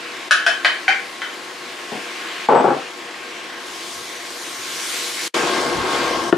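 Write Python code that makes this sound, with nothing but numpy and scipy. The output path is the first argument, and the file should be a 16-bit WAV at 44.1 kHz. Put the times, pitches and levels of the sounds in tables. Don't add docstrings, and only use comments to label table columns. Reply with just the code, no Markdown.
import sys
import numpy as np
from scipy import signal
from scipy.fft import rfft, irfft
from scipy.io import wavfile
from scipy.ndimage import uniform_filter1d, minimum_filter1d

SR = 44100
rng = np.random.default_rng(int(sys.argv[2]) if len(sys.argv) > 2 else 0)


def file_out(sig):
    cols = np.atleast_2d(sig).T
    lim = np.clip(cols, -1, 1)
    pcm = np.round(lim * 32767).astype(np.int16)
    wavfile.write(sys.argv[1], SR, pcm)


N = 280917
CLOSE_S = 5.338


def gain_of(db):
    return 10 ** (np.asarray(db) / 20)


def evened(x):
    return x / np.sqrt(np.mean(x ** 2) + 1e-20)


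def read(points, hz):
    f, value = np.transpose(points)
    return np.interp(np.log(hz + 1), np.log(f + 1), value)


def coloured(x, gain):
    return irfft(gain * rfft(x), x.shape[-1])


def control(column, s):
    # t/s, simmer level/dB, spitting fizz level/dB
    sizzle_levels = [(0, -37, -46), (1.06, -39, -45.5), (1.55, -39.5, -45.5), (2.1, -36.5, -43),
                     (2.4, -34, -44), (2.92, -39.5, -47), (3.55, -39, -46.5), (3.75, -39.5, -39.5),
                     (3.95, -40, -37.5), (4.15, -40.5, -40.5), (4.55, -38.5, -36.5), (4.96, -33, -29.5),
                     (5.15, -36, -32.5), (5.28, -31.5, -29), (5.34, -28, -30), (5.44, -30.5, -33.5),
                     (5.65, -32.5, -34), (5.84, -36, -38), (5.95, -30, -34), (6.14, -34.5, -36),
                     (6.37, -48, -39)]
    rows = np.array(sizzle_levels)
    return np.interp(s, rows[:, 0], rows[:, column])


def fineness_db(s):
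    far_tilt, close_tilt = 2.5, -2
    follows, rest_db = 0.15, -50
    return np.where(s < CLOSE_S, far_tilt, close_tilt) + follows * (control(column=2, s=s) - rest_db)


def bubbles(shape, pops_per_s, spread_db, pops_db, patchy_db, tilts):
    # f/Hz, correlation (0-1)
    likeness = [(60, 0.37), (180, 0.99), (550, 0.27), (1650, 0.69), (4970, 0.63), (15000, 0.69)]
    # f/Hz, left over right/dB
    balance = [(60, 7), (240, 8), (950, 1.5), (3770, 1), (15000, 0.5)]
    pop_sizes = gain_of(spread_db * np.minimum(rng.exponential(1, N), 5))
    pops = pop_sizes * (rng.random(N) < pops_per_s / SR)
    shared, apart = rng.standard_normal((2, N))
    shared = shared + gain_of(pops_db) * evened(pops * rng.choice([-1., 1.], N))
    hz, s, z = signal.stft(np.array([shared, apart]), SR, nperseg=512, noverlap=384)

    same = np.clip(read(likeness, hz), 0, 1)[:, None]
    side = np.sqrt((1 - same) / 2) * z[1]
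    mid = np.sqrt((1 + same) / 2) * z[0] / np.hypot(1, gain_of(pops_db))
    pair = np.array([mid + side, mid - side])
    half_lean_db = read(balance, hz)[:, None] / 2
    lean_db = np.array([half_lean_db, -half_lean_db])

    patches = uniform_filter1d(rng.standard_normal(mid.shape), 8, 0)
    patches = evened(uniform_filter1d(patches, 30, 1))
    tilt_db = tilts * np.log2((hz[:, None] + 1) / 7000) * fineness_db(s)
    pair = pair * gain_of(read(shape, hz)[:, None] + tilt_db + patchy_db * patches + lean_db)
    return evened(signal.istft(pair, SR, nperseg=512, noverlap=384)[1][:, :N])


def sizzle():
    # f/Hz, relative spectral density/dB
    simmer_spectrum = [(200, -60), (500, -31), (1000, -9), (1500, -1.5), (2200, 0.5), (3200, -3.5),
                       (5000, -13), (8000, -21.5), (12000, -51), (15000, -56)]
    # f/Hz, relative spectral density/dB
    fizz_spectrum = [(600, -70), (1500, -69), (3000, 6), (4500, 4.5), (7000, -1.5), (10000, -9),
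                     (13000, -18), (15000, -28)]
    s = np.arange(N) / SR
    simmer = bubbles(simmer_spectrum, pops_per_s=900, spread_db=2.5, pops_db=-13, patchy_db=1.5, tilts=False)
    fizz = bubbles(fizz_spectrum, pops_per_s=1500, spread_db=4.0, pops_db=-7.0, patchy_db=1.5, tilts=True)
    return gain_of(control(column=1, s=s)) * simmer + gain_of(control(column=2, s=s)) * fizz


def leaning_left(pair):
    return pair * gain_of([[1.8], [-1.8]])


def hum_db(s):
    far_db, close_db = -40.5, -27
    follows, rest_db = 0.25, -36
    return np.where(s < CLOSE_S, far_db, close_db) + follows * (control(column=1, s=s) - rest_db)


def steel_hum():
    # f/Hz, relative spectral density/dB
    drone = [(88, -59), (150, -17), (280, -4.5), (346, -6), (898, -5.5), (1080, -4), (1180, -6),
             (2500, -22), (3250, -61), (5500, -120)]
    # f/Hz, full width at half amplitude/Hz, relative level/dB
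    resonances = [(351.5, 62, -4.5), (480.7, 8.1, 1), (693.4, 40, -9.5), (1040, 19, -15.5),
                  (1592, 29, -6.5), (2102, 17, -9)]
    hz = np.fft.rfftfreq(N, 1 / SR)
    shared, apart = rng.standard_normal((2, N))
    ring_power = 0
    for f, width, db in resonances:
        ring_power = ring_power + gain_of(db) ** 2 / (1 + (2 * (hz - f) / width) ** 2) ** 2
    side = coloured(apart, gain_of(read([(150, -10), (400, -14.0), (1500, -5)], hz)))
    steel_gain = np.hypot(gain_of(read(drone, hz)), gain_of(7.5) * np.sqrt(ring_power))
    steel = coloured(np.array([shared + side, shared - side]), steel_gain)

    waver = uniform_filter1d(rng.standard_normal((2, N)), 3000)
    waver = evened(uniform_filter1d(waver, 3000))
    note_hz = 1084 + 2.72 * waver[1]
    note_gain = gain_of(-6.5 + 0.72 * waver[0])
    note = note_gain * np.sin(2 * np.pi * np.cumsum(note_hz) / SR)
    return leaning_left(gain_of(hum_db(np.arange(N) / SR)) * (evened(steel) + note))


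def rumble_gain(s):
    # t/s, peak level/dB, half length to 1/e/s
    bumps = [(3.984, -51, .05), (4.615, -56, .05), (5.795, -30.5, 0.052), (6.1, -44.5, 0.44)]
    stir_from_s, far_db, stirred_db, close_db = 3.7, -61.5, -57.5, -48.5
    bed_db = np.select([s < stir_from_s, s < CLOSE_S], [far_db, stirred_db], close_db)
    return gain_of(bed_db) + sum(gain_of(db) * np.exp(-((s - at) / half) ** 2) for at, db, half in bumps)


def rumble():
    # f/Hz, relative spectral density/dB
    rumble_spectrum = [(25, -7.5), (50, -9), (70, 3), (100, -9.5), (140, 1.5), (200, -11), (300, -20),
                       (600, -90)]
    hz = np.fft.rfftfreq(N, 1 / SR)
    low, apart = rng.standard_normal((2, N))
    side = coloured(apart, gain_of(read([(30, 19), (70, -7), (150, -17)], hz)))
    pair = coloured(np.array([low + side, low - side]), gain_of(read(rumble_spectrum, hz)))
    return leaning_left(rumble_gain(np.arange(N) / SR) * evened(pair))


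def kitchen(x):
    # f/Hz, t60/s
    decay = [(200, 0.31), (800, 0.29), (2000, 0.38), (5000, 0.29), (12000, 0.28)]
    taps = np.zeros((2, SR // 2))
    starts = np.arange(150, SR // 2 - 20, 20)
    at = starts + rng.integers(0, 20, (2, len(starts)))
    np.put_along_axis(taps, at, rng.choice([-1., 1.], at.shape), 1)
    hz, t, (mid, side) = signal.stft(taps, SR, nperseg=256)
    side_db = read([(150, -30), (500, -5), (2000, -5.5), (10000, -4.5)], hz)
    side = side * gain_of(side_db)[:, None]
    dying = gain_of(-60 * t / read(decay, hz)[:, None])
    tail = signal.istft(np.array([mid + side, mid - side]) * dying, SR, nperseg=256)[1]
    return signal.fftconvolve(x[None], tail / np.linalg.norm(tail[0]), axes=1)[:, :len(x)]


def blows(events, modes, clack, clack_db, clack_t60, contact_s, room_db):
    hz, db, t60, by_place_db = np.transpose(modes)[:, :, None]
    t = np.arange(SR // 2) / SR
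    out = np.zeros((2, N + SR))
    bins = np.fft.rfftfreq(len(t), 1 / SR) + 1
    radiation = signal.butter(4, .85 * hz.min(), "high", fs=SR, output="sos")
    clack_follows = .7
    for s, blow_db, hard_db, place, lean_db in events:
        place_db = 2 * by_place_db * (place - .5)
        weight_db = db + hard_db * np.log2(hz / 1000) + place_db
        waves = np.sin(2 * np.pi * (hz * t + rng.random(hz.shape)))
        ring = (gain_of(weight_db - 60 * t / t60) * waves).sum(0)
        ring = ring / np.linalg.norm(gain_of(weight_db))

        clack_place_db = clack_follows * read(np.hstack([hz, place_db]), bins)
        colour_db = read(clack, bins) + clack_place_db + hard_db * np.log2(bins / 1000)
        noise = evened(coloured(rng.standard_normal(len(t)), gain_of(colour_db)))
        sound = ring + noise * gain_of(clack_db - 60 * t / clack_t60)
        sound = sound * (1 - np.exp(-t / contact_s))
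        sound = signal.sosfilt(radiation, sound)

        echoes = kitchen(sound)
        echoes = echoes * np.linalg.norm(sound) / np.linalg.norm(echoes[0])
        at = round(s * SR)
        sides = gain_of(blow_db + np.array([[lean_db], [-lean_db]]) / 2)
        out[:, at:at + len(t)] += sides * (sound + gain_of(room_db) * echoes)
    return out[:, :N]


def bowl_taps():
    # t/s, blow level/dB, hardness/dB per octave, place on the wall (0-1),
    # left over right/dB
    taps = [(.309, -6.5, 3.5, 0.13, 2), (.464, -10, 2, 0.16, 3), (.647, -9, -2.5, 0.53, 2),
            (.880, -11.5, -5, 0.99, 2.5), (1.218, -23.5, -4, 0.64, 3)]
    # f/Hz, relative level/dB, t60/s, gain from place .5 to 1/dB
    bowl_modes = [(691, -5.5, 0.042, -22.5), (786, -28.5, 0.39, 14), (1270, 5.5, 0.013, -12.5),
                  (1440, 2, 0.016, -8.5), (1660, -4.5, 0.14, -6.5), (1715, 0, 0.14, 0),
                  (1695, -2, 0.09, -5), (2080, -25, 0.065, 2), (2304, 3.5, 0.021, 10.5),
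                  (2546, 4.5, 0.028, -3), (2860, -12, 0.037, 0), (3055, -2.5, 0.18, -0.5),
                  (3100, 7.5, 0.044, 5), (3680, -30, 0.026, 3), (4240, -9, 0.019, 2.5)]
    # f/Hz, relative spectral density/dB
    bowl_clack = [(300, -13), (670, -2), (1000, -22.5), (1600, 10.5), (2100, -0.5), (3100, -6),
                  (4500, -5.5), (6500, -15.5), (8200, -24.5), (9600, -20.5), (11500, -32), (14000, -63)]
    return blows(taps, bowl_modes, bowl_clack, clack_db=-1.5, clack_t60=.06, contact_s=.0003, room_db=4.5)


def rocking(count=4):
    # t/s, blow level/dB, rocking time/s,
    # hardness/dB per octave, place (0-1), left over right/dB
    landings = [(1.918, -19.5, .05, -2.5, 0.4, 4.5), (2.487, 5.5, 0.059, 3, 0.41, 3),
                (2.547, 5, .075, 5, 0.38, 4), (2.642, 1.5, .075, 1, 0.63, 4)]
    rock_db, fade_db, spread_db, jitter = -3, -4, 1.5, .4
    rows = []
    for s, blow_db, length, hard_db, place, lean_db in landings:
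        rows.append((s, blow_db, hard_db, place, lean_db))
        for k, (late, strong) in enumerate(rng.uniform(-1, 1, (count, 2))):
            share = (k + 1 + jitter * late) / (count + 1)
            level_db = blow_db + rock_db + fade_db * share + spread_db * strong
            rows.append((s + share * length, level_db, hard_db, place, lean_db))
    return rows


def bowl_landings():
    # f/Hz, relative level/dB, t60/s, gain from place .5 to 1/dB
    board_modes = [(146.3, -16, 0.33, 8), (212, -9, 0.13, -18), (308, -27, 0.044, 1), (365, -3, 0.013, 2),
                   (457, 8, 0.0057, -17.5), (703, 19.5, 0.0072, 0), (824, 0, 0.031, -5.5),
                   (1344, -8, 0.073, 6.5), (7780, -41, 0.16, 12)]
    # f/Hz, relative spectral density/dB
    board_clack = [(59, -63), (100, -57), (170, -11), (492, -3.5), (625, -9), (795, -4), (1120, -17),
                   (1280, -20), (6000, -64), (7800, -91), (13200, -120)]
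    return blows(rocking(), board_modes, board_clack, clack_db=-7.0, clack_t60=0.06, contact_s=0.0012,
                 room_db=-1.0)


def pan_knocks():
    # t/s, blow level/dB, hardness/dB per octave, place (0-1), left over right/dB
    knocks = [(5.433, -17.5, -8.5, 0.5, 5.0), (5.559, -19, -4.5, 0.5, 4), (5.664, -19, -5, 0.5, 2),
              (5.854, -11.5, 6, 0.5, -7), (6.326, 6.5, -1.5, 0.5, 5.5)]
    # f/Hz, relative level/dB, t60/s, gain from place .5 to 1/dB
    pan_modes = [(144.4, -18, 0.24, 0), (350, 9.5, 0.09, 0), (490, -8, 0.092, 0), (685, 5, 0.062, 0),
                 (1080, -6, 0.034, 0), (1410, 13.5, 0.017, 0), (1780, 8, 0.021, 0), (2710, 20, 0.0034, 0)]
    # f/Hz, relative spectral density/dB
    pan_clack = [(59, -38), (130, -11), (422, 5), (927, -4.5), (1810, -16), (2150, -22), (3180, -16),
                 (6000, -55), (7800, -94), (13200, -120)]
    return blows(knocks, pan_modes, pan_clack, clack_db=-11, clack_t60=0.046, contact_s=0.00098,
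                 room_db=-7.5)


def gap_db(s):
    cut_s, cut_fall_s, cut_drop_db, fade_db_per_s = 5.278, .004, -10, -950
    hush_db, back_s, back_rise_s = -47, 5.343, .0055
    after = np.maximum(s - cut_s, 0)
    falling = cut_drop_db * np.minimum(after / cut_fall_s, 1) + fade_db_per_s * after
    rising = hush_db * np.clip((back_s - s) / back_rise_s, 0, 1)
    return np.maximum(falling, rising)


def scene():
    return sizzle() + steel_hum() + rumble() + bowl_taps() + bowl_landings() + pan_knocks()


def record(dry):
    ahead = round(0.023 * SR)
    peak_db = 20 * np.log10(uniform_filter1d(abs(dry).max(0), 40) + 1e-9)
    over_db = np.maximum(peak_db + 11.0, 0)
    padded_db = np.append(over_db, np.zeros(ahead))
    seen_db = -minimum_filter1d(-padded_db, ahead)[ahead // 2:][:N]
    fall = np.arange(N) * 44.0 / SR
    held_db = np.maximum.accumulate(seen_db + fall) - fall
    duck_db = 0.58 * uniform_filter1d(held_db, 120)
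    out = dry * gain_of(gap_db(np.arange(N) / SR) - duck_db)
    out = 1.648 * np.tanh(out / 1.02)
    out = signal.sosfilt(signal.butter(2, 75, "high", fs=SR, output="sos"), out)
    treble_limit = signal.firwin(801, 15450, window=("kaiser", 9), fs=SR)
    return signal.oaconvolve(out, treble_limit[None], "same")


dry = scene()
out = record(dry)
file_out(out)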